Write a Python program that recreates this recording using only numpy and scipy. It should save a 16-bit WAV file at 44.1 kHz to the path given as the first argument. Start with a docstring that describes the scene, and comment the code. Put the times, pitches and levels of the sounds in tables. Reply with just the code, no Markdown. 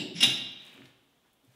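"""A small steel piece, still ringing from a knock, slides, touches and clanks down on a big floor plate.
Each contact rings its main modes and stirs dense, short-lived ones; the plate booms under it.
Then a glove drags off the plate and boots shuffle and step on gritty concrete, with a few light taps.
A block-walled workshop reverberates, over quiet air noise."""
import sys
import numpy as np
from scipy import signal
from scipy.fft import rfft, irfft, next_fast_len
from scipy.io import wavfile
from scipy.ndimage import uniform_filter1d

SR = 44100
rng = np.random.default_rng(int(sys.argv[2]) if len(sys.argv) > 2 else 0)


def master(y):
    """Save y as 16-bit WAV."""
    cut = np.clip(np.atleast_2d(y).T, -1, 1)
    pcm = np.round(cut * 32767)  # scale
    wavfile.write(sys.argv[1], SR, pcm.astype(np.int16))


N = 68355
LEAD_S = .1

# Spectra. Each row: frequency in Hz, relative density in dB.
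AIR_SPECTRUM = [(25, 6), (45, 1.5), (80, -4.5), (200, -6), (400, -7), (750, -10), (1300, -14.5),
                (2200, -18), (3400, -10), (4500, -22), (15500, -25)]
SOLE_SPECTRUM = [(50, -25.5), (110, -5), (200, 0.5), (450, -1), (900, -3.5), (2200, -4.5), (4500, -10),
                 (9000, -12.5), (15500, -17.5)]
GLOVE_SPECTRUM = [(200, -20.5), (600, -14.5), (1100, -5.5), (2000, -2), (2900, 6), (4200, -9),
                  (10000, -32.5)]
PLATE_SPECTRUM = [(40, -46), (75, -24), (112, 0), (200, 2.5), (330, -1.5), (450, -10), (560, -15.5),
                  (640, -5), (760, -14), (1000, -19.5), (2000, -42)]
SLIDE_SPECTRUM = [(100, -40), (500, -18), (1200, -18), (1800, -11.5), (2300, -0.5), (2550, -7), (2800, -4),
                  (3900, -2.5), (4500, -13.5), (5400, 3), (6400, -16.5), (7700, -16), (8800, -33),
                  (15000, -43)]
KNOCK_SPECTRUM = [(300, -22), (650, -15.5), (1150, -29.5), (1650, -17.5), (2450, -14.5), (2780, 3.5),
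                  (3200, -6.5), (3850, -1), (4150, -10.5), (5300, -10.5), (6000, -26.5), (7000, -25.5),
                  (7550, -11.5), (9200, -36), (10200, -31.5), (15000, -49)]
DENSE_MODE_SPECTRUM = [(60, -38), (150, -20), (400, -22), (650, -15), (1080, -21), (1450, -14.5),
                       (2000, -11), (2550, -7.5), (2800, -3), (3500, 2), (3950, 4.5), (4150, -14),
                       (5500, -8), (6500, -17), (7600, -15.5), (8800, -29.5), (9900, -11), (11000, -28.5),
                       (12700, -29), (13800, -21.5), (15300, -53)]
# Workshop decay. Each row: frequency in Hz, T60 in seconds.
HALL_DECAY = [(100, 0.78), (300, 0.88), (1000, 1), (2500, 0.84), (3700, 0.9), (5500, .62), (9000, .44),
              (15000, 0.47)]
# Sole scuffs. Each row: centre in seconds, length in seconds, level in dB, treble tilt in dB per octave.
SOLE_SCUFFS = [(0.645, 0.081, -64.5, -1), (0.732, 0.17, -65, -1.5), (0.784, 0.075, -59, -14),
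               (.865, 0.052, -66, -0.5), (1.129, .1, -75, -2.5), (1.26, 0.065, -72, -3),
               (1.46, .05, -74, 0), (1.54, .07, -68.5, -0.5)]
# Grit clicks and light taps. Each row: start in seconds, level in dB, centre in Hz.
GRIT_TICKS = [(.52, -59.5, 10000), (.651, -54.5, 8530), (.664, -54, 8980), (.68, -58, 6970),
              (.729, -60.5, 9930), (.74, -57, 9996), (.776, -46.5, 2000), (0.819, -46.5, 1924),
              (.8555, -48, 2612), (0.858, -50, 3026), (1.25, -61.5, 850), (1.331, -62.5, 10900),
              (1.339, -68, 10000), (1.449, -66, 9000)]
# Plate and boot thuds. Each row: start in seconds, level in dB, centre in Hz, rise and T60 in seconds.
DULL_THUDS = [(-.005, -32.5, 209.3, 0.015, 0.19), (.0, -39.5, 303, 0.0091, 0.53),
              (0.048, -34.5, 309, 0.005, 0.17), (0.104, -34.5, 300, 0.0079, 0.11),
              (0.143, -30, 160.3, 0.027, 0.18), (.212, -36, 230, 0.0048, 0.3), (.234, -44, 626, .004, 0.11),
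              (.24, -38, 316, 0.0066, 0.25), (.262, -36.5, 122.7, .012, 0.18),
              (0.383, -55, 196, 0.015, 0.28), (.73, -58.5, 269.6, 0.013, 0.29),
              (0.739, -59, 150, 0.014, .15), (.778, -46, 274.3, 0.016, 0.22), (.805, -54, 125, 0.034, 0.34),
              (1.427, -62, 278, .02, 0.25), (1.471, -56.5, 125, .02, 0.24)]
# Knocks on the plate. Each row: start in seconds, level in dB.
PLATE_KNOCKS = [(-.02, -39), (.229, -36)]
# Scrape envelope. Each row: time in seconds, level in dB.
SLIDE_LEVELS = [(.14, -72.5), (.152, -50.5), (.166, -41), (.18, -41.5), (.192, -38.5), (.205, -39),
                (.226, -28), (.235, -68.5)]
# Main modes. Each row: frequency in Hz, level in dB, T60 in seconds, change on a corner touch in dB.
STEEL_MODES = [(2167, -12.5, .09, -9), (2390, -17, .1, -3.5), (2810, -1, 0.12, 5.5), (2820, -20, .5, -3.5),
               (2880, -12.5, .2, -4.5), (3189, -4.5, .08, -5.5), (3438, 4.5, 0.093, -9),
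               (3766, -8.5, 0.29, -9.5), (3885, -6.5, 0.45, -6), (5027, -12.5, .12, -3),
               (5310, -12.5, 0.073, -1), (6020, -9.5, .05, -3.5), (7720, -26.5, 0.099, 12),
               (9732, -11, 0.055, 2.5), (9935, -21, 0.046, -3.5), (14000, -20.5, .035, 1)]
# Steel on plate. Each row: start in seconds, ring in dB, crack in dB, corner share from 0 to 1.
STEEL_CONTACTS = [(.2059, -29, -24.5, 1), (.2104, -25, -23.5, 0.97), (.2276, -27.5, -10.5, 0),
                  (.2296, -23, -14.5, 0.11), (0.2322, -27.5, -10.5, 0), (0.235, -25.5, -8.5, 0),
                  (0.24, -32.5, -14.5, 0), (.2425, -29.5, -14, 0.02), (0.2666, -38.5, -25, 0.04),
                  (0.2997, -38, -24, 0.01), (0.3744, -60, -36, 0.04)]


def amp(db):
    """Decibels to gain."""
    return 10 ** (np.asarray(db) / 20)


def unit_rms(x):
    """Scale to rms 1."""
    return x / np.sqrt(np.mean(x ** 2) + 1e-20)


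def clock_s():
    """Sample times, from LEAD_S before zero."""
    return np.arange(-round(LEAD_S * SR), N) / SR


def curve_at(points, hz):
    """Interpolate (Hz, value) points on a log frequency axis."""
    knots_hz, values = np.transpose(points)
    return np.interp(np.log(hz + 1), np.log(knots_hz + 1), values)


def filtered(x, response):
    """Zero-phase filter with gain response(hz)."""
    size = next_fast_len(len(x) + 8192)
    return irfft(rfft(x, size) * response(np.fft.rfftfreq(size, 1 / SR)), size)[:len(x)]


def resonate(x, spectrum):
    """Drive a minimum-phase body of unit energy."""
    size = 2 * next_fast_len(len(x))
    gain = unit_rms(amp(curve_at(spectrum, np.fft.rfftfreq(size, 1 / SR))))
    cepstrum = irfft(np.log(gain), size)
    causal = np.concatenate([cepstrum[:1], 2 * cepstrum[1:size // 2]])
    return irfft(rfft(x, size) * np.exp(rfft(causal, size)), size)[:len(x)]


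def noise(spectrum):
    """Coloured noise, rms 1."""
    white = rng.standard_normal(len(clock_s()))
    return unit_rms(filtered(white, lambda hz: amp(curve_at(spectrum, hz))))


def band(centre_hz, half_width_oct):
    """Band noise, rms 1."""
    white = rng.standard_normal(len(clock_s()))
    return unit_rms(filtered(white, lambda hz: 1 / (1 + (np.log2((hz+1) / centre_hz) / half_width_oct)**4)))


def friction(spectrum, spread_db, tilt_db_oct=0):
    """Tiny slips of uneven size, coloured, rms 1."""
    slips = rng.standard_normal(len(clock_s()))
    roughness = unit_rms(uniform_filter1d(rng.standard_normal(len(slips)), size=40))
    slips *= amp(spread_db * roughness)
    rub = filtered(slips, lambda hz: amp(curve_at(spectrum, hz) + tilt_db_oct * np.log2(1 + hz / 500)))
    return unit_rms(rub)


def blow(start_s, t60_s, rise_s=0.00044):
    """Envelope: quick rise, exponential decay."""
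    age_s = np.maximum(clock_s() - start_s, 0)
    return (1 - np.exp(-age_s / rise_s)) * amp(-60 * age_s / t60_s)


def swell(centre_s, length_s):
    """Envelope: Gaussian rise and fall."""
    return np.exp(-2 * ((clock_s() - centre_s) / length_s) ** 2)


def air():
    """Quiet, steady room noise."""
    return amp(-69.5) * noise(AIR_SPECTRUM)


def hall(x, rise_s=0.002):
    """Workshop reverberation: each frequency dies at its own rate."""
    hz, age_s, bins = signal.stft(rng.standard_normal(SR + SR // 2), SR, nperseg=256)
    decay = amp(-60 * age_s / curve_at(HALL_DECAY, hz)[:, None])
    tail = signal.istft(bins * decay, SR, nperseg=256)[1]
    tail *= 1 - np.exp(-np.arange(len(tail)) / SR / rise_s)
    return signal.fftconvolve(x, tail / np.linalg.norm(tail))[:len(x)]


def ticks():
    """Single grains and small things click."""
    return sum(amp(db) * band(hz, half_width_oct=.75) * blow(start_s, t60_s=.018)
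               for start_s, db, hz in GRIT_TICKS)


def scuffs():
    """Soles rub over grit."""
    return sum(amp(db) * swell(centre_s, length_s) * friction(SOLE_SPECTRUM, 3.1, tilt_db_oct)
               for centre_s, length_s, db, tilt_db_oct in SOLE_SCUFFS)


def glove():
    """A glove drags off the plate."""
    return amp(-58.5) * swell(centre_s=.69, length_s=0.2) * friction(GLOVE_SPECTRUM, spread_db=1.5)


def thuds():
    """Soft blows of plate and boots each stir a low mode and its neighbours."""
    out = 0
    for start_s, db, hz, rise_s, t60_s in DULL_THUDS:
        mode = np.sqrt(2) * np.sin(2 * np.pi * hz * (clock_s() - start_s))
        neighbours = amp(-3) * band(hz, half_width_oct=0.48)
        out += amp(db) * (mode + neighbours) * blow(start_s, t60_s, rise_s)
    return out


def plate_boom():
    """The floor plate booms under each knock."""
    return sum(amp(db) * noise(PLATE_SPECTRUM) * blow(start_s, t60_s=.55, rise_s=.005)
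               for start_s, db in PLATE_KNOCKS)


def knock_ring():
    """The piece's fading ring from a knock just before zero."""
    return amp(-29.5) * noise(KNOCK_SPECTRUM) * blow(start_s=-0.024, t60_s=0.26)


def slide():
    """The piece scrapes over the plate and squeaks just before it drops."""
    times_s, levels_db = np.transpose(SLIDE_LEVELS)
    envelope = amp(np.interp(clock_s(), times_s, levels_db, left=-120, right=-120))
    scrape = envelope * friction(SLIDE_SPECTRUM, spread_db=1.0)
    squeak = amp(-53.5) * swell(centre_s=0.17, length_s=.022) * band(9965, half_width_oct=0.022)
    return scrape + squeak


def clank():
    """Each contact rings the main modes anew; its crack and clatter stir the dense ones."""
    time_s = clock_s()
    ring, force = np.zeros((2, len(time_s)))
    for start_s, ring_db, crack_db, corner_share in STEEL_CONTACTS:
        crack = blow(start_s, t60_s=.009)
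        clatter = amp(-17.5) * blow(start_s, t60_s=0.27)
        force += amp(crack_db) * rng.standard_normal(len(time_s)) * (crack + clatter)
        live = (time_s > start_s) & (time_s < start_s + 1)
        age_s = time_s[live] - start_s
        for hz, mode_db, t60_s, corner_db in STEEL_MODES:
            onset_db = ring_db + mode_db + corner_share * corner_db + rng.normal(0, 1)
            polarity = rng.choice([-1, 1])
            ring[live] += polarity * amp(onset_db - 60 * age_s / t60_s) * np.sin(2 * np.pi * hz * age_s)
    return ring + resonate(force, DENSE_MODE_SPECTRUM)


def scene():
    """Steel, low blows and shuffles in the hall, over its air; mono."""
    steel = clank() + knock_ring() + slide()
    lows = plate_boom() + thuds()
    shuffles = glove() + scuffs() + ticks()
    reverb = hall(amp(-7) * steel + amp(-8) * lows + amp(-5) * shuffles)
    return (steel + lows + shuffles + reverb + air())[None, -N:]


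def record(dry):
    """The microphone thins the deep bass and passes nothing above its band limit."""
    low_cut_hz, top_hz = 85, 15750
    return filtered(dry[0], lambda hz: (hz < top_hz) * hz ** 2 / np.sqrt(hz ** 4 + low_cut_hz ** 4))[None]


dry = scene()
out = record(dry)
master(out)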